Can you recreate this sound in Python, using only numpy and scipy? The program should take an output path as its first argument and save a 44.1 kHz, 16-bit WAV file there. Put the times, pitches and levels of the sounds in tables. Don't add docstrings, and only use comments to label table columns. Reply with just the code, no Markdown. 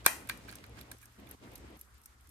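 import sys
import numpy as np
from scipy import signal
from scipy.fft import rfft, irfft, next_fast_len
from scipy.io import wavfile
from scipy.ndimage import uniform_filter1d

SR = 44100
rng = np.random.default_rng(int(sys.argv[2]) if len(sys.argv) > 2 else 0)


def pcm_store(signal):
    levels = np.round(np.clip(np.atleast_2d(signal), -1, 1) * 32767)
    wavfile.write(sys.argv[1], SR, levels.astype(np.int16).T)


def linear_from_db(decibels):
    return 10 ** (np.asarray(decibels, float) / 20)


N = 101429

# start_s, level_db, brightness_db, length_s, pitch_hz
SNAP_HITS = [(.044, -42, -15.5, .008, 5600), (.0510, -43, -15, 0.00023, 1300),
             (.0535, -37.5, -14.5, 0.0055, 4400), (.0598, -50.5, 2.5, 0.0016, 5640),
             (.0619, -28.5, 16.5, 0.0013, 3700), (.0627, -14.5, -6.5, 0.0004, 1300),
             (.0643, -13.5, -11, 0.00056, 2300), (.0638, -22, -35, 0.0013, 330.6),
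             (.0675, -37, -17, 0.0015, 2000), (.0705, -34, -12, .002, 1600), (.076, -29.5, -16, .004, 2200)]
# start_s, level_db, brightness_db, length_s, pitch_hz
LID_CLINKS = [(.2733, -53, 1, 0.0016, 3000), (.2895, -38, -1, 0.005, 2500),
              (.2955, -29, -7.5, 0.00067, 4550), (.2957, -46, -34, 0.00032, 2400),
              (.2975, -27.5, -12.5, 0.00056, 2300), (.3082, -40.5, -13, 0.0046, 2430),
              (.3195, -49, -15, .004, 2400), (.3739, -60, 7.5, 0.0028, 3560),
              (.4822, -44.5, -12, 0.0083, 1580), (.491, -39, -18, 0.004, 4420),
              (.498, -73, -19, 0.0034, 1500), (.5253, -44.5, -7, .002, 1510),
              (.6397, -45, -13, 0.0023, 2600), (.6645, -70, 11, 0.00068, 4200),
              (.6954, -67.5, 6, 0.0013, 3930), (.7702, -46.5, -24, 0.018, 1380),
              (.8122, -45.5, -24, 0.001, 3450), (.9146, -46.5, 2, 0.0014, 1600),
              (.9148, -47.5, -19, 0.003, 3700), (.9152, -53.5, 12, 0.0029, 8250),
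              (1.0267, -52.5, 0.5, 0.019, 1740), (1.2711, -53.5, -12, 0.0018, 2960),
              (1.5562, -47, -4, 0.0041, 5450), (1.4387, -65.5, 2.5, 0.0014, 4040),
              (1.7056, -68, 2, .001, 4060), (1.9426, -75, 11, 0.0015, 3990),
              (2.2095, -72.5, 10, 0.0011, 3950)]
# pitch_hz, level_db, time_to_fade_60db_s
LID_BODY_TONES = [(300, -4, 0.024), (455, -4.5, 0.012), (800, -2, .015), (1048, 1.5, 0.0095),
                  (1605, 1.5, 0.026), (1698, -4, 0.025), (2357, 3, 0.016), (3450, -4, 0.012),
                  (3985, -5.5, 0.013), (4394, -7, 0.03), (4762, -8.5, .01)]
# pitch_hz, level_db, time_to_fade_60db_s
LID_RIM_TONES = [(5750, -8.5, 0.025), (6280, -6, 0.007), (7400, -6.5, 0.006), (8250, -20, 0.08),
                 (8870, 8.5, 0.0021), (10080, -1, .008), (9980, 0.5, 0.004), (11820, 9, 0.0037),
                 (12200, -3.5, 0.017), (13000, 8, 0.0024), (15660, -21.5, .005)]
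# start_s, level_db, plate_share_db, pitch_hz
TICK_DROPS = [
    (0.5542, -47.5, -33, 8660),
    (0.8104, -55.5, -4.5, 10560),
    (1.0554, -55.5, -27, 9100),
    (1.3110, -54, 1.5, 13000),
    (1.5544, -50.5, -11.5, 9500),
    (1.8118, -56.5, 5.5, 11660),
    (2.0578, -52.5, -7.5, 9200),
]
# start_s, level_db, length_s, pitch_hz
LIGHT_CONTACTS = [(0.42, -75, 0.0012, 10000), (0.512, -53, 0.0028, 10960), (0.536, -81, .003, 9070),
                  (.770, -69, .0012, 11100), (.790, -63, .003, 9000), (.9841, -62.5, 0.0013, 10700),
                  (1.0140, -58, .002, 9500), (1.018, -61, 0.0037, 12300), (1.122, -66, .001, 12160),
                  (1.188, -73, 0.00072, 12200), (1.199, -63.5, 0.0016, 12300), (1.267, -68, .001, 11400),
                  (1.2894, -59, 0.0055, 12500), (1.39, -74, 0.0013, 11980), (1.5169, -64, .0015, 11600),
                  (1.533, -62, 0.0073, 12500), (1.5785, -58, .003, 10900), (1.7709, -63, .0012, 11800),
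                  (1.7908, -54.5, 0.0092, 13700), (1.981, -66, .001, 12100), (2.0153, -62, 0.0016, 11200),
                  (2.035, -61, 0.01, 9550), (2.272, -61.5, 0.00097, 11170), (2.291, -59.5, 0.0068, 11000)]
# pitch_hz, level_db, time_to_fade_60db_s
CASE_TONES = [(5180, 4, 0.01), (6380, 8, 0.004), (7250, -30, .008), (8190, 4.5, 0.0072),
              (9500, 2.5, 0.0072), (10560, 11.5, 0.0023), (12500, 1.5, 0.023), (14000, 5, 0.008),
              (14680, -15, .004)]
# pitch_hz, level_db, time_to_fade_60db_s
PLATE_TONES = [(11430, 6.5, 0.0051), (10700, -22, 0.0057), (11630, 7, 0.018)]
# time_s, level_db
RUB_LEVEL = [
    (0, -72),
    (.44, -69.5),
    (.49, -60.5),
    (.56, -62.5),
    (.72, -88.5),
    (.79, -56.5),
    (.86, -78.5),
    (1.0, -73),
    (2.3, -96.5),
]
# pitch_hz, level_db
WALL_COLOUR = [(300, -9), (700, -2.5), (1100, 5), (2300, -0.5), (3200, -8), (6000, -3), (10000, -3.5),
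               (14000, 0.5)]
# pitch_hz, level_db_per_hz
OPEN_AIR_COLOUR = [(47, -25.5), (80, -2), (151, -7.5), (278, -3), (345, -7.5), (824, -14), (1580, -21),
                   (2040, -18.5), (9000, -37), (11700, -71), (19800, -120)]
# pitch_hz, level_db_per_hz
SHUT_AIR_COLOUR = [(90, -8.5), (250, -2), (550, -12), (1300, -2), (2600, -12.5), (7000, -16), (12500, -20),
                   (14500, -25), (16000, -44.5)]
# time_s, gain_db
SUPPRESSOR_GAIN = [(0, 0), (.2, 3), (.6, 0.5), (.945, 2), (.97, -18), (1.17, -16), (1.19, 2), (1.35, 2.5),
                   (1.365, -35), (1.41, -6), (1.43, 4.5), (1.6, 1), (1.765, 3), (1.785, -17), (2.3, -36.5)]
# time_s, lower_tone_db, upper_tone_db
HUM_LEVEL = [(0.0, -58.5, -66.5), (0.43, -68, -55), (0.47, -59.5, -69.5), (0.67, -66, -57.5),
             (0.75, -56.5, -65.5), (0.88, -65.5, -72), (1.55, -61, -70), (1.66, -59, -64),
             (1.86, -65, -104.5), (1.92, -65.5, -74.5), (2.25, -60, -81), (2.3, -62.5, -73)]
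# pitch_hz, correlation
MIC_LIKENESS = [(100, 0.93), (420, .97), (700, 0.12), (1000, 0.043), (5000, 0.081), (7000, 0.36),
                (10500, 0.75), (16000, .6)]


def lid(hits):
    body = strike([(s, db, length, hz) for s, db, _, length, hz in hits], LID_BODY_TONES)
    rim = strike([(s, db + bright, length, 10000) for s, db, bright, length, _ in hits], LID_RIM_TONES)
    return body + rim


def strike(hits, tones):
    rise_s = 0.0005
    hard_share = 0.75
    out = np.zeros((3, N + SR))
    t = np.arange(3000) / SR
    for start_s, level_db, length_s, centre_hz in hits:
        level = linear_from_db(level_db)
        knocks = rng.standard_normal((2, len(t)))
        luck = rng.standard_normal(len(tones))
        burst = knocks * np.exp(-t / max(length_s, 1e-4)) * np.minimum(t / rise_s, 1)
        burst = level * burst / np.sqrt(np.sum(burst ** 2, axis=1, keepdims=True))

        blow = level * np.sqrt(np.clip(hard_share * rise_s / length_s, 0, hard_share))
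        burst[0] *= np.sqrt(1 - (blow / level) ** 2)
        burst[0, 8] += blow

        balanced = [(hz, db + 1.5 * u - 10 * abs(np.log2(hz / centre_hz)), t60)
                    for (hz, db, t60), u in zip(tones, luck)]
        tone = ring(burst, balanced)
        band = signal.butter(2, [centre_hz / 2.2, centre_hz + 2500], "band", fs=SR)
        crack = signal.lfilter(*band, burst)
        clap = signal.lfilter(*band, level * (t == 0))
        at = slice(int(start_s * SR), int(start_s * SR) + len(t))
        out[:2, at] += tone + linear_from_db(12) * crack
        out[2, at] += linear_from_db(-34) * tone[0] + clap
    return out[:, :N]


def ring(x, tones):
    out = 0
    for k, (hz, db, t60) in enumerate(tones):
        decay = np.exp(-np.log(1000) / (t60 * SR))
        turn = 2 * np.pi * min(hz, 0.45 * SR) / SR
        feedback = [1, -2 * decay * np.cos(turn), decay * decay]
        out = out + (-1) ** k * linear_from_db(db) * signal.lfilter([0, np.sin(turn)], feedback, x)
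    return out


def escapement():
    steps = [(0, 0), (0.0013, -1.5)]
    length_s = 0.002
    drops = [(s + delay, db + gain, length_s, hz)
             for s, db, _, hz in TICK_DROPS for delay, gain in steps]
    plate_hits = [(s + delay, db + gain + plate_share, length_s, 11500)
                  for s, db, plate_share, _ in TICK_DROPS for delay, gain in steps]
    case = strike(drops + LIGHT_CONTACTS, CASE_TONES)
    return case + strike(plate_hits, PLATE_TONES)


def rub():
    centre_hz, width_hz = 1890, 3500

    def scrape(f):
        peak = 1 / np.hypot(1, (f * f - centre_hz ** 2) / (f * width_hz))
        return peak / np.hypot(1, (f / 9000) ** 2)

    grains = rng.standard_normal((2, N)) * linear_from_db(3.5 * walk(350))
    return curve(RUB_LEVEL) * unit(shaped(grains, scrape))


def room(x):
    t = np.arange(SR // 2) / SR

    def fade(x, t60):
        return unit(x * linear_from_db(-60 * t / t60) * (t > 0.0032)) / np.sqrt(len(t))

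    echoes = rng.standard_normal((2, len(t)))
    low = signal.lfilter(*signal.butter(2, 3000, fs=SR), echoes)
    high = signal.lfilter(*signal.butter(3, 12500, fs=SR), echoes - low)
    tail = linear_from_db(8) * fade(low, 0.3) + linear_from_db(10) * fade(high, 0.34)
    return signal.fftconvolve(shaped(x, colour(WALL_COLOUR))[None], tail, axes=1)[:, :N]


def air():
    through = linear_from_db(-59.5) * curve(SUPPRESSOR_GAIN) * noise(OPEN_AIR_COLOUR)
    return through + linear_from_db(-68.5) * noise(SHUT_AIR_COLOUR)


def noise(points):
    out = 0
    for hz in 100 * 2. ** np.arange(8):
        def octave(f):
            return colour(points)(f) * np.cos(np.pi / 2 * np.clip(np.log2(f / hz), -1, 1))
        out = out + linear_from_db(2.2 * walk(30)) * shaped(rng.standard_normal((2, N)), octave)
    return unit(out)


def hum():
    def line(hz, width_hz):
        x = rng.standard_normal((2, N))
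        return unit(shaped(x, lambda f: 1 / (1 + (2 * (f - hz) / width_hz) ** 2)))

    return curve(HUM_LEVEL) * line(63.3, 16) + curve(HUM_LEVEL, column=2) * line(116.2, 10)


def ports(pair, lag_s, loose, pan_db):
    f = np.arange(1, N // 2 + 2) * SR / N
    likeness = np.array(MIC_LIKENESS)
    alike = np.interp(np.log(f), np.log(likeness[:, 0]), likeness[:, 1])
    c = np.clip(1 - loose * (1 - alike), -0.9, 1)
    low = 1 / (1 + (f / 5200) ** 8)
    shade = linear_from_db(pan_db * low * np.clip(f / 1500, 0, 1) / 2)
    turn = np.exp(-1j * np.pi * f * lag_s * low) * shade
    shared, apart = rfft(pair) * np.sqrt([(1 + c) / 2, (1 - c) / 2])
    return np.array([irfft((shared + apart) * turn, N), irfft((shared - apart) / turn, N)])


def unit(x):
    return x / np.sqrt(np.mean(x ** 2))


def curve(table, column=1):
    table = np.array(table)
    return linear_from_db(np.interp(np.arange(N) / SR, table[:, 0], table[:, column]))


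def shaped(x, gain):
    n = next_fast_len(x.shape[-1])
    f = np.arange(1, n // 2 + 2) * SR / n
    return irfft(rfft(x, n) * gain(f), n)[..., :x.shape[-1]]


def colour(points):
    p = np.array(points)
    return lambda f: linear_from_db(np.interp(np.log(f), np.log(p[:, 0]), p[:, 1]))


def walk(rate):
    k = int(SR / rate)
    fast = uniform_filter1d(uniform_filter1d(rng.standard_normal(N), k), k)
    return unit(fast - uniform_filter1d(fast, size=6 * k))


def scene():
    snap = lid(SNAP_HITS)
    near = lid(LID_CLINKS) + escapement()
    background = air() + hum()
    mix = ports(snap[:2], lag_s=0.0005, loose=1, pan_db=2)
    mix = mix + ports(near[:2] + rub(), lag_s=0.00026, loose=1, pan_db=-6)
    mix = mix + ports(room(snap[2] + near[2]), lag_s=0, loose=0.96, pan_db=4)
    return mix + ports(background, lag_s=-0.00027, loose=1, pan_db=0)


def top_cut(x):
    return signal.sosfilt(signal.butter(12, 16800, fs=SR, output="sos"), x)


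def record(dry):
    rounded = np.tanh(1.151 * dry) / 0.85
    treble_cut = signal.ellip(6, 0.3, 60, 15900, fs=SR, output="sos")
    mix = signal.sosfilt(treble_cut, rounded)
    return top_cut(mix)


dry = scene()
out = record(dry)
pcm_store(out)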